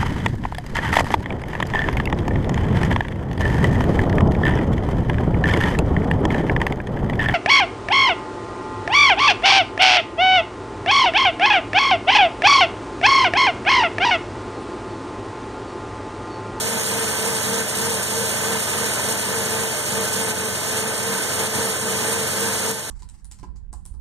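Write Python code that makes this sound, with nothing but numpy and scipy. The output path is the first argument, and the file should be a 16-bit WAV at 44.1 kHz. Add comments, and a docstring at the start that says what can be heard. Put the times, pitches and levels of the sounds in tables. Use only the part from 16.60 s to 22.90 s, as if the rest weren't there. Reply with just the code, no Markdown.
"""Two-rotor engine hunting at a cold idle

Heard close up in the open engine bay: the idle surges and sags about three times a second.
Multiples of one shaft speed make the rotor beat, hum, whine and moan; free tones make the intake boom.
Shaped noise makes the rough roar, bright hiss and narrow sizzle; random taps make loose parts chatter.
Hard ticks ring in small parts, the level dips now and then, and it drops near the end with a sharp tick."""
import sys
import numpy as np
from scipy import signal
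from scipy.fft import rfft, irfft
from scipy.io import wavfile
from scipy.ndimage import uniform_filter1d

SR = 44100
rng = np.random.default_rng(int(sys.argv[2]) if len(sys.argv) > 2 else 0)


def digitize_waveform(pressure):
    """Quantize a signal to 16-bit integers and store it at the path in sys.argv[1].

    Rows of a 2-D input are taken as channels; values are limited to [-1, 1].
    """
    field = np.atleast_2d(pressure).T
    bounded = np.clip(field, -1, 1)
    quanta = np.round(bounded * 32767).astype(np.int16)
    wavfile.write(sys.argv[1], SR, quanta)


N = 277824
TIME, FREQ = np.arange(N) / SR, np.fft.rfftfreq(N, 1 / SR)
PORT_HZ = 1255  # each further step of this size adds half a cycle between the two microphone ports


def gain_of(db):
    """Turns decibels into an amplitude factor."""
    return 10 ** (np.asarray(db) / 20)


def evened(x):
    """Scales a signal or response to rms 1."""
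    return x / np.sqrt(np.mean(abs(x) ** 2) + 1e-20)


def read(points):
    """Draws a table of (Hz, value) along the frequency axis, straight between points in log frequency."""
    hz, value = np.transpose(points)
    return np.interp(np.log(FREQ + 1), np.log(hz + 1), value)


def bumps(rows, steep=2):
    """Adds up bell-shaped peaks in dB; the width is where a peak has half its dB."""
    return sum(db * .5 ** (abs(2 * (FREQ - hz) / width) ** steep) for hz, width, db in rows)


def wander(hz, size=4096):
    """Smooth random movement of rms 1, up to about hz."""
    slow_hz = np.fft.rfftfreq(size, N / SR / size)
    slow = irfft(rfft(rng.standard_normal(size)) * np.exp(-(slow_hz / hz) ** 2))
    return evened(np.interp(TIME, np.linspace(0, N / SR, size), slow))


def sides(db):
    """Left and right gains of mean power 1 for a left-over-right level difference."""
    pair = gain_of(np.array([db / 2, -db / 2]).reshape(2, -1))
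    return pair / np.sqrt(np.mean(pair ** 2, axis=0))


# The surges of the hunting idle.
# Each row: start in seconds, length in seconds, peak extra speed in turns per second, peak swell in dB.
IDLE_SURGES = [(-0.007, 0.26, 1.29, 9.6), (0.25, 0.26, 1.17, 9.3), (0.585, 0.23, 1.18, 10),
               (0.835, 0.24, 1.27, 11), (1.143, 0.27, 1.31, 10.4), (1.475, 0.26, 1.28, 9.6),
               (1.789, 0.24, 1.01, 10), (2.085, 0.24, 1.13, 9.2), (2.42, 0.22, 0.76, 8.2),
               (2.655, 0.24, 0.95, 10.2), (2.885, 0.26, 1.05, 10.2), (3.285, 0.21, 0.7, 10.8),
               (3.505, 0.23, 0.9, 10.6), (3.7, 0.26, 0.35, 10.2), (4.115, 0.24, 0.5, 9.6),
               (4.378, 0.25, 1.27, 10.6), (4.745, 0.18, 0.65, 9.6), (4.92, 0.24, 1.0, 10.2),
               (5.185, 0.24, 0.65, 10.6), (5.415, 0.26, 1.28, 10.3), (5.74, 0.24, 1.18, 9.4),
               (5.985, 0.24, 0.91, 10.6)]


def hunting(idle_hz=22.85, speed_peakiness=1.7, swell_peakiness=.55):
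    """Each surge is one arch: the sound swells at once, the heavy shaft gathers speed more gently."""
    speed, swell_db = np.full(N, idle_hz), np.zeros(N)
    for start, length, extra, db in IDLE_SURGES:
        arch = abs(np.sin(np.pi * np.clip((TIME - start) / length, 0, 1)))
        speed = speed + extra * arch ** speed_peakiness
        swell_db = swell_db + db * arch ** swell_peakiness  # below 1: broad and flat-topped
    return speed, swell_db


def shaft_turns(speed, stray=.003):
    """Adds up the speed into turns of the shaft; the speed strays at random by a small share."""
    return np.cumsum(speed * (1 + stray * wander(25))) / SR


def firings(turns, uneven_db=3, decay_s=0.0096):
    """Two firings a turn, each of its own random strength, each dying away in about ten milliseconds."""
    at = np.flatnonzero(np.diff(np.floor(2 * turns)))
    kicks = np.zeros(N)
    kicks[at] = gain_of(uneven_db * rng.standard_normal(N)[at])
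    return evened(signal.lfilter([1], [1, -np.exp(-1 / (decay_s * SR))], kicks))


def lines(rows, turns, rough, flutter_hz, lead):
    """Tones at multiples of the shaft speed, shaken by uneven running; the left leads by some radians."""
    out = np.zeros((2, N))
    for multiple, db, balance_db in rows:
        shake = 1 + rough * (wander(flutter_hz) + 1j * wander(flutter_hz))
        tone = shake * np.exp(2j * np.pi * (multiple * turns + rng.random()))
        pair = evened(np.array([tone * np.exp(1j * lead), tone]).real)
        out += gain_of(db) * sides(balance_db) * pair
    return out


# Rotor beat and accessory lines.
# Each row: multiple of shaft speed, level within the layer in dB, left over right in dB.
BEAT_LINES = [(3.3, -58.5, -17), (4.02, -44.5, 9), (5.034, -45.5, 3.5), (6.04, -44.8, 13), (6.6, -56, -12),
              (11.51, -49.5, 26), (23.96, -52, -2), (66.65, -48.5, 7)]


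def rotor_beat(turns):
    """Rotors and accessories turn with the shaft and hold their level almost steady through the surges."""
    return lines(BEAT_LINES, turns, rough=0.25, flutter_hz=12.4, lead=0.56)


# The main hum, probably the fan, and its octave.
# Each row: multiple of shaft speed, level within the layer in dB, left over right in dB.
HUM_LINES = [(19.04, 0.5, 2), (38.08, -8.5, 1)]


def fan_hum(turns):
    """A hum and its octave follow the shaft speed, only lightly shaken."""
    return lines(HUM_LINES, turns, rough=0.13, flutter_hz=22, lead=.2)


# Whining lines of shaft and belt-driven parts.
# Each row: multiple of shaft speed, level within the layer in dB, left over right in dB.
WHINE_LINES = [(8.03, -12, 21), (9.8, -13.5, 11), (11.7, -21, 20), (20.05, -15.5, 3), (20.47, -11.5, 4),
               (22.23, -14.5, -2), (42.1, -18, -8), (26.65, -19, 2), (39.5, -13.5, 0), (44.05, -16.5, -3),
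               (51.84, -16.5, 2), (65.3, -17.5, 3), (76.7, -15, 5)]


def whine(turns):
    """Shaft and belt-driven parts whine at higher multiples of the shaft speed."""
    return lines(WHINE_LINES, turns, rough=0.22, flutter_hz=24, lead=0.9)


# The moan that stands out when the idle sags.
# Each row: multiple of shaft speed, level within the layer in dB, left over right in dB.
MOAN_LINES = [(26.28, 0, -3)]


def moan(turns):
    """A single strongly shaken tone follows the shaft speed."""
    return lines(MOAN_LINES, turns, rough=0.33, flutter_hz=12, lead=0.35)


# Low wavering tones, probably of the intake.
# Each row: centre pitch in Hz, level within the layer in dB, left over right in dB.
INTAKE_TONES = [(132, -13, 3), (197.8, 0.5, -10), (213.8, -10, -17), (228.3, -3.5, -2.5)]


def intake(stray_hz=3.59, stray_rate_hz=7, rough=.2):
    """Gulps of air keep low tones ringing; each wavers in pitch on its own, whatever the shaft does."""
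    out = np.zeros((2, N))
    for hz, db, balance_db in INTAKE_TONES:
        cycles = np.cumsum(hz + stray_hz * wander(stray_rate_hz)) / SR
        tone = evened((1 + rough * wander(13)) * np.sin(2 * np.pi * cycles))
        out += gain_of(db) * sides(balance_db) * tone
    return out


def crowded_modes(size=120):
    """Countless faint modes of metal parts ripple the treble by about a dB."""
    smooth = uniform_filter1d(rng.standard_normal(len(FREQ)), size)
    ripple_db = evened(uniform_filter1d(smooth, size))
    return ripple_db * FREQ / (FREQ + 1500)


# Resonances of housings, ducts and brackets. Each row: centre in Hz, width in Hz, height in dB.
BAY_RESONANCES = [(170, 30, -1), (258, 29, -4), (426, 84, -0.5), (578, 60, -3.5), (626, 24, 3.5),
                  (794, 64, -3), (880, 115, 3.5), (1005, 74, 2), (1110, 61, -3), (1210, 63, 0.5),
                  (1534, 91, 6.5), (1697, 90, 4), (1797, 70, 4.5), (3260, 170, 2.5), (3850, 19, 4),
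                  (4512, 22, 8), (6570, 75, 5), (6890, 140, 4), (8300, 210, -5), (8800, 28, -7)]
# How alike the two ports sound. Each row: frequency in Hz, likeness from 0 to 1.
PORT_LIKENESS = [(30, 0.6), (100, 0.3), (300, 0.3), (500, 0.62), (800, 0.62), (1200, 0.7), (1850, 0.5),
                 (3100, 0.2), (4300, 0.2), (5600, 0.52), (8200, 0.74), (9500, 0.74), (11800, 0.45),
                 (14000, 0.2)]
# How much of the missing likeness returns where the ports are in step or opposed.
# Each row: frequency in Hz, share from 0 to 1.
ALIGNED_LIKENESS = [(650, 0), (1200, 0.9), (5000, 0.95), (6300, 0.7), (7600, 0.55), (10000, 0.9),
                    (11200, 0.75), (12500, 0.5), (15000, 0.6)]
# Balance between the ports. Each row: frequency in Hz, left over right in dB.
PORT_BALANCE = [(100, 7), (220, -5.5), (500, 0.5), (4000, -0.5), (6500, -4), (9500, -3.5), (13000, -2)]


def ports(drive, spectrum):
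    """Two unrelated noises ring the bay and blend at two ports, most alike when in step or opposed."""
    first, second = rfft(drive)
    lead = np.pi * np.maximum(FREQ / PORT_HZ - 1, 0)  # phase of the right port ahead of the left
    same = read(PORT_LIKENESS)
    same = np.clip(same + (1 - same) * read(ALIGNED_LIKENESS) * np.cos(lead) ** 2, 0, 1)
    right = (same * first + np.sqrt(1 - same ** 2) * second) * np.exp(1j * lead)
    colour = gain_of(read(spectrum) + bumps(BAY_RESONANCES) + crowded_modes())
    return evened(irfft(np.array([first, right]) * sides(read(PORT_BALANCE)) * colour, N))


# Tone of the roar before the bay colours it. Each row: frequency in Hz, relative density in dB per Hz.
ROAR_SPECTRUM = [(20, -38), (45, -27), (65, -22), (85, -9), (130, -10.5), (210, -3.5), (300, -4),
                 (420, -0.5), (540, 1), (780, -3.5), (1100, -3.5), (1900, -6.5), (2500, -3), (3500, -11.5),
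                 (6000, -75)]
# Slow drift of the roar. Each row: time in seconds, level change in dB.
ROAR_LEVEL_DRIFT = [(0.1, -0.8), (0.5, 0.5), (1.0, 0.5), (1.55, -1), (1.85, 0.3), (2.35, 1), (2.8, 0.1),
                    (3.9, 0.3), (4.12, 0.5), (4.3, 1.1), (6.1, -0.4), (6.3, -2.5)]


def roar(bursts, pulsing=0.047):
    """Intake and fan turbulence is shaped noise, puffed by each firing."""
    drift = gain_of(np.interp(TIME, *np.transpose(ROAR_LEVEL_DRIFT)))
    turbulence = (1 + pulsing * bursts) * rng.standard_normal((2, N))
    return drift * ports(turbulence, ROAR_SPECTRUM)


# Tone of the hiss before the bay colours it. Each row: frequency in Hz, relative density in dB per Hz.
HISS_SPECTRUM = [(500, -27), (2000, -47), (2900, -5.5), (3700, -4.5), (5000, -3), (6500, -2), (9000, 0.3),
                 (11000, -5.5), (13000, -10.5), (15300, -14)]
# Throbbing of the hiss with turning parts. 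Each row: multiple of shaft speed, depth as a share.
HISS_THROB = [(0.513, 0.025), (0.826, 0.042), (1.65, 0.042)]


def hiss(turns, bursts, pulsing=0.021, flicker_db=0.82, ticks_per_s=450, tick_share=0.18):
    """Rushing air throbs with the shaft and flickers, peppered with tiny metal ticks."""
    throb = 1 + sum(depth * np.sin(2 * np.pi * multiple * turns) for multiple, depth in HISS_THROB)
    tiny_ticks = evened(rng.standard_normal((2, N)) * (rng.random(N) < ticks_per_s / SR))
    air = (1 + pulsing * bursts) * rng.standard_normal((2, N))
    flicker = gain_of(flicker_db * wander(40))
    return ports(throb * flicker * (air + tick_share * tiny_ticks), HISS_SPECTRUM)


# The band of a small sizzling part. The one row: centre in Hz, width in Hz.
SIZZLE_BAND = (8850, 760)


def sizzle(turns, swing_db=6.5, balance_db=13.0):
    """Noise in a narrow, high band rises and falls about once every two turns, mostly on the left."""
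    hz, width = SIZZLE_BAND
    swing = swing_db * np.sin(2 * np.pi * HISS_THROB[0][0] * turns)
    drive = gain_of(swing) * rng.standard_normal(N)
    resonance = 1 / (1 + 2j * (FREQ - hz) / width) ** 2
    return sides(balance_db) * evened(irfft(rfft(drive) * resonance, N))


# Small loose parts. Each row: ring in Hz, level within the layer in dB, decay in seconds.
LOOSE_PARTS = [(3815, -11, .004), (6530, -2, .0025), (6880, -11, .0015), (8690, -2, .0015),
               (8925, 0, .0025), (11100, -7, .0006)]


def chatter(per_s=40, spread_db=3.0, crack=.25):
    """Loose clips and linkages tap at random, each with a crack and its own short ring."""
    out = np.zeros(len(FREQ), complex)
    for hz, db, decay in LOOSE_PARTS:
        strength = gain_of(spread_db * np.minimum(rng.exponential(1, N), 2))
        taps = (rng.random(N) < per_s / SR) * strength
        ring = 1 / (1 + 2j * np.pi * (FREQ - hz) * decay)
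        out += gain_of(db) * rfft(taps) * evened(ring + crack * abs(ring) ** .5)
    lead = np.pi * (FREQ / PORT_HZ - 1)  # phase of the right port ahead of the left
    pair = np.array([out, out * np.exp(1j * lead)])
    return evened(irfft(pair * sides(read(PORT_BALANCE)), N))


# Sharp metal ticks. Each row: start in seconds, peak level in dB, ring in Hz.
METAL_TICKS = [(0.197, -16, 6555), (.6765, -16, 8900), (1.173, -19, 8930), (1.4315, -16, 6860),
               (1.695, -17, 6555), (2.524, -16, 6555), (3.263, -19, 6555), (3.53, -18, 8930),
               (4.203, -18, 8650), (5.097, -17, 8930), (5.529, -14.5, 8650), (5.805, -16, 8930),
               (6.113, -11.5, 6555)]


def ticks(decay_s=0.002, width_hz=600, crack=0.27):
    """Single hard ticks: a short noise burst makes a crack and a ring in a small part."""
    out = np.zeros(N)
    for start, db, hz in METAL_TICKS:
        age = TIME - start
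        burst = rng.standard_normal(N) * np.exp(-abs(age) / decay_s) * (age >= 0)
        colour = crack * FREQ / (FREQ + hz) + 1 / (1 + 2j * (FREQ - hz) / width_hz)
        tick = irfft(rfft(burst) * colour, N)
        out += gain_of(db) * tick / abs(tick).max()
    return out


# Abrupt dips in level. Each row: start in seconds, depth in dB, recovery in seconds.
LEVEL_DIPS = [(1.01, 2.5, 0.14), (1.43, 0, 0.35), (2.53, 2, 0.13), (3.04, 2, 0.39), (3.711, 3, 0.55),
              (4.201, 2.2, 0.62), (4.87, 3.5, 0.07), (5.1, 2, 0.33), (6.111, 5.5, 2.8)]


def dips(fall_s=0.017):
    """The level falls quickly, then creeps back at a steady rate in dB."""
    drop_db = sum(np.interp(TIME - start, [0, fall_s, fall_s + recovery], [0, db, 0])
                  for start, db, recovery in LEVEL_DIPS)
    return gain_of(-drop_db)


# The mix, by layer name.
# Each row: level between surges in dB, dB gained per dB of swell, random waver in dB.
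LAYER_MIX = {"beat": (-.2, 0.11, 0.26), "whine": (-42.5, 1.06, 0.68), "roar": (-27.3, 0.063, 0.49),
             "hum": (-44.2, 1.24, 0.26), "moan": (-43, -.35, 2.5), "intake": (-47.8, 0.95, .8),
             "hiss": (-25.8, 0.031, 0.36), "sizzle": (-39, 0.02, 1), "chatter": (-36.5, .05, .5)}


def scene():
    """One shaft drives the engine; hum, whine and intake swell far more with a surge than the noise."""
    speed, swell_db = hunting()
    turns = shaft_turns(speed)
    bursts = firings(turns)
    sounds = {"beat": rotor_beat(turns), "hum": fan_hum(turns), "whine": whine(turns),
              "moan": moan(turns), "intake": intake(), "roar": roar(bursts),
              "hiss": hiss(turns, bursts), "sizzle": sizzle(turns), "chatter": chatter()}
    engine = np.zeros((2, N))
    for name, (db, follow, waver_db) in LAYER_MIX.items():
        engine += sounds[name] * gain_of(db + follow * swell_db + waver_db * wander(13))
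    return engine * dips() + ticks()


# Narrow nulls of the port pair, in the sum and in the difference of the channels.
# Each row: centre in Hz, width in Hz, depth in dB.
SUM_NOTCHES = [(2530, 441, 38), (4875, 430, 41), (10000, 320, 18)]
DIFFERENCE_NOTCHES = [(1210, 310, 17), (3700, 320, 35)]


def record(dry, edge_hz=15450):
    """The port pair cancels narrow bands in sum and difference; then a steep low-pass limits the band."""
    left, right = rfft(dry)
    mid = (left + right) / 2 * gain_of(-bumps(SUM_NOTCHES, steep=5))
    side = (left - right) / 2 * gain_of(-bumps(DIFFERENCE_NOTCHES, steep=1.5))
    pair = irfft(np.array([mid + side, mid - side]), N)
    low_pass = signal.firwin(1023, edge_hz, window=("kaiser", 9), fs=SR)
    return signal.oaconvolve(pair, low_pass[None], "same")


dry = scene()
out = record(dry)
digitize_waveform(out)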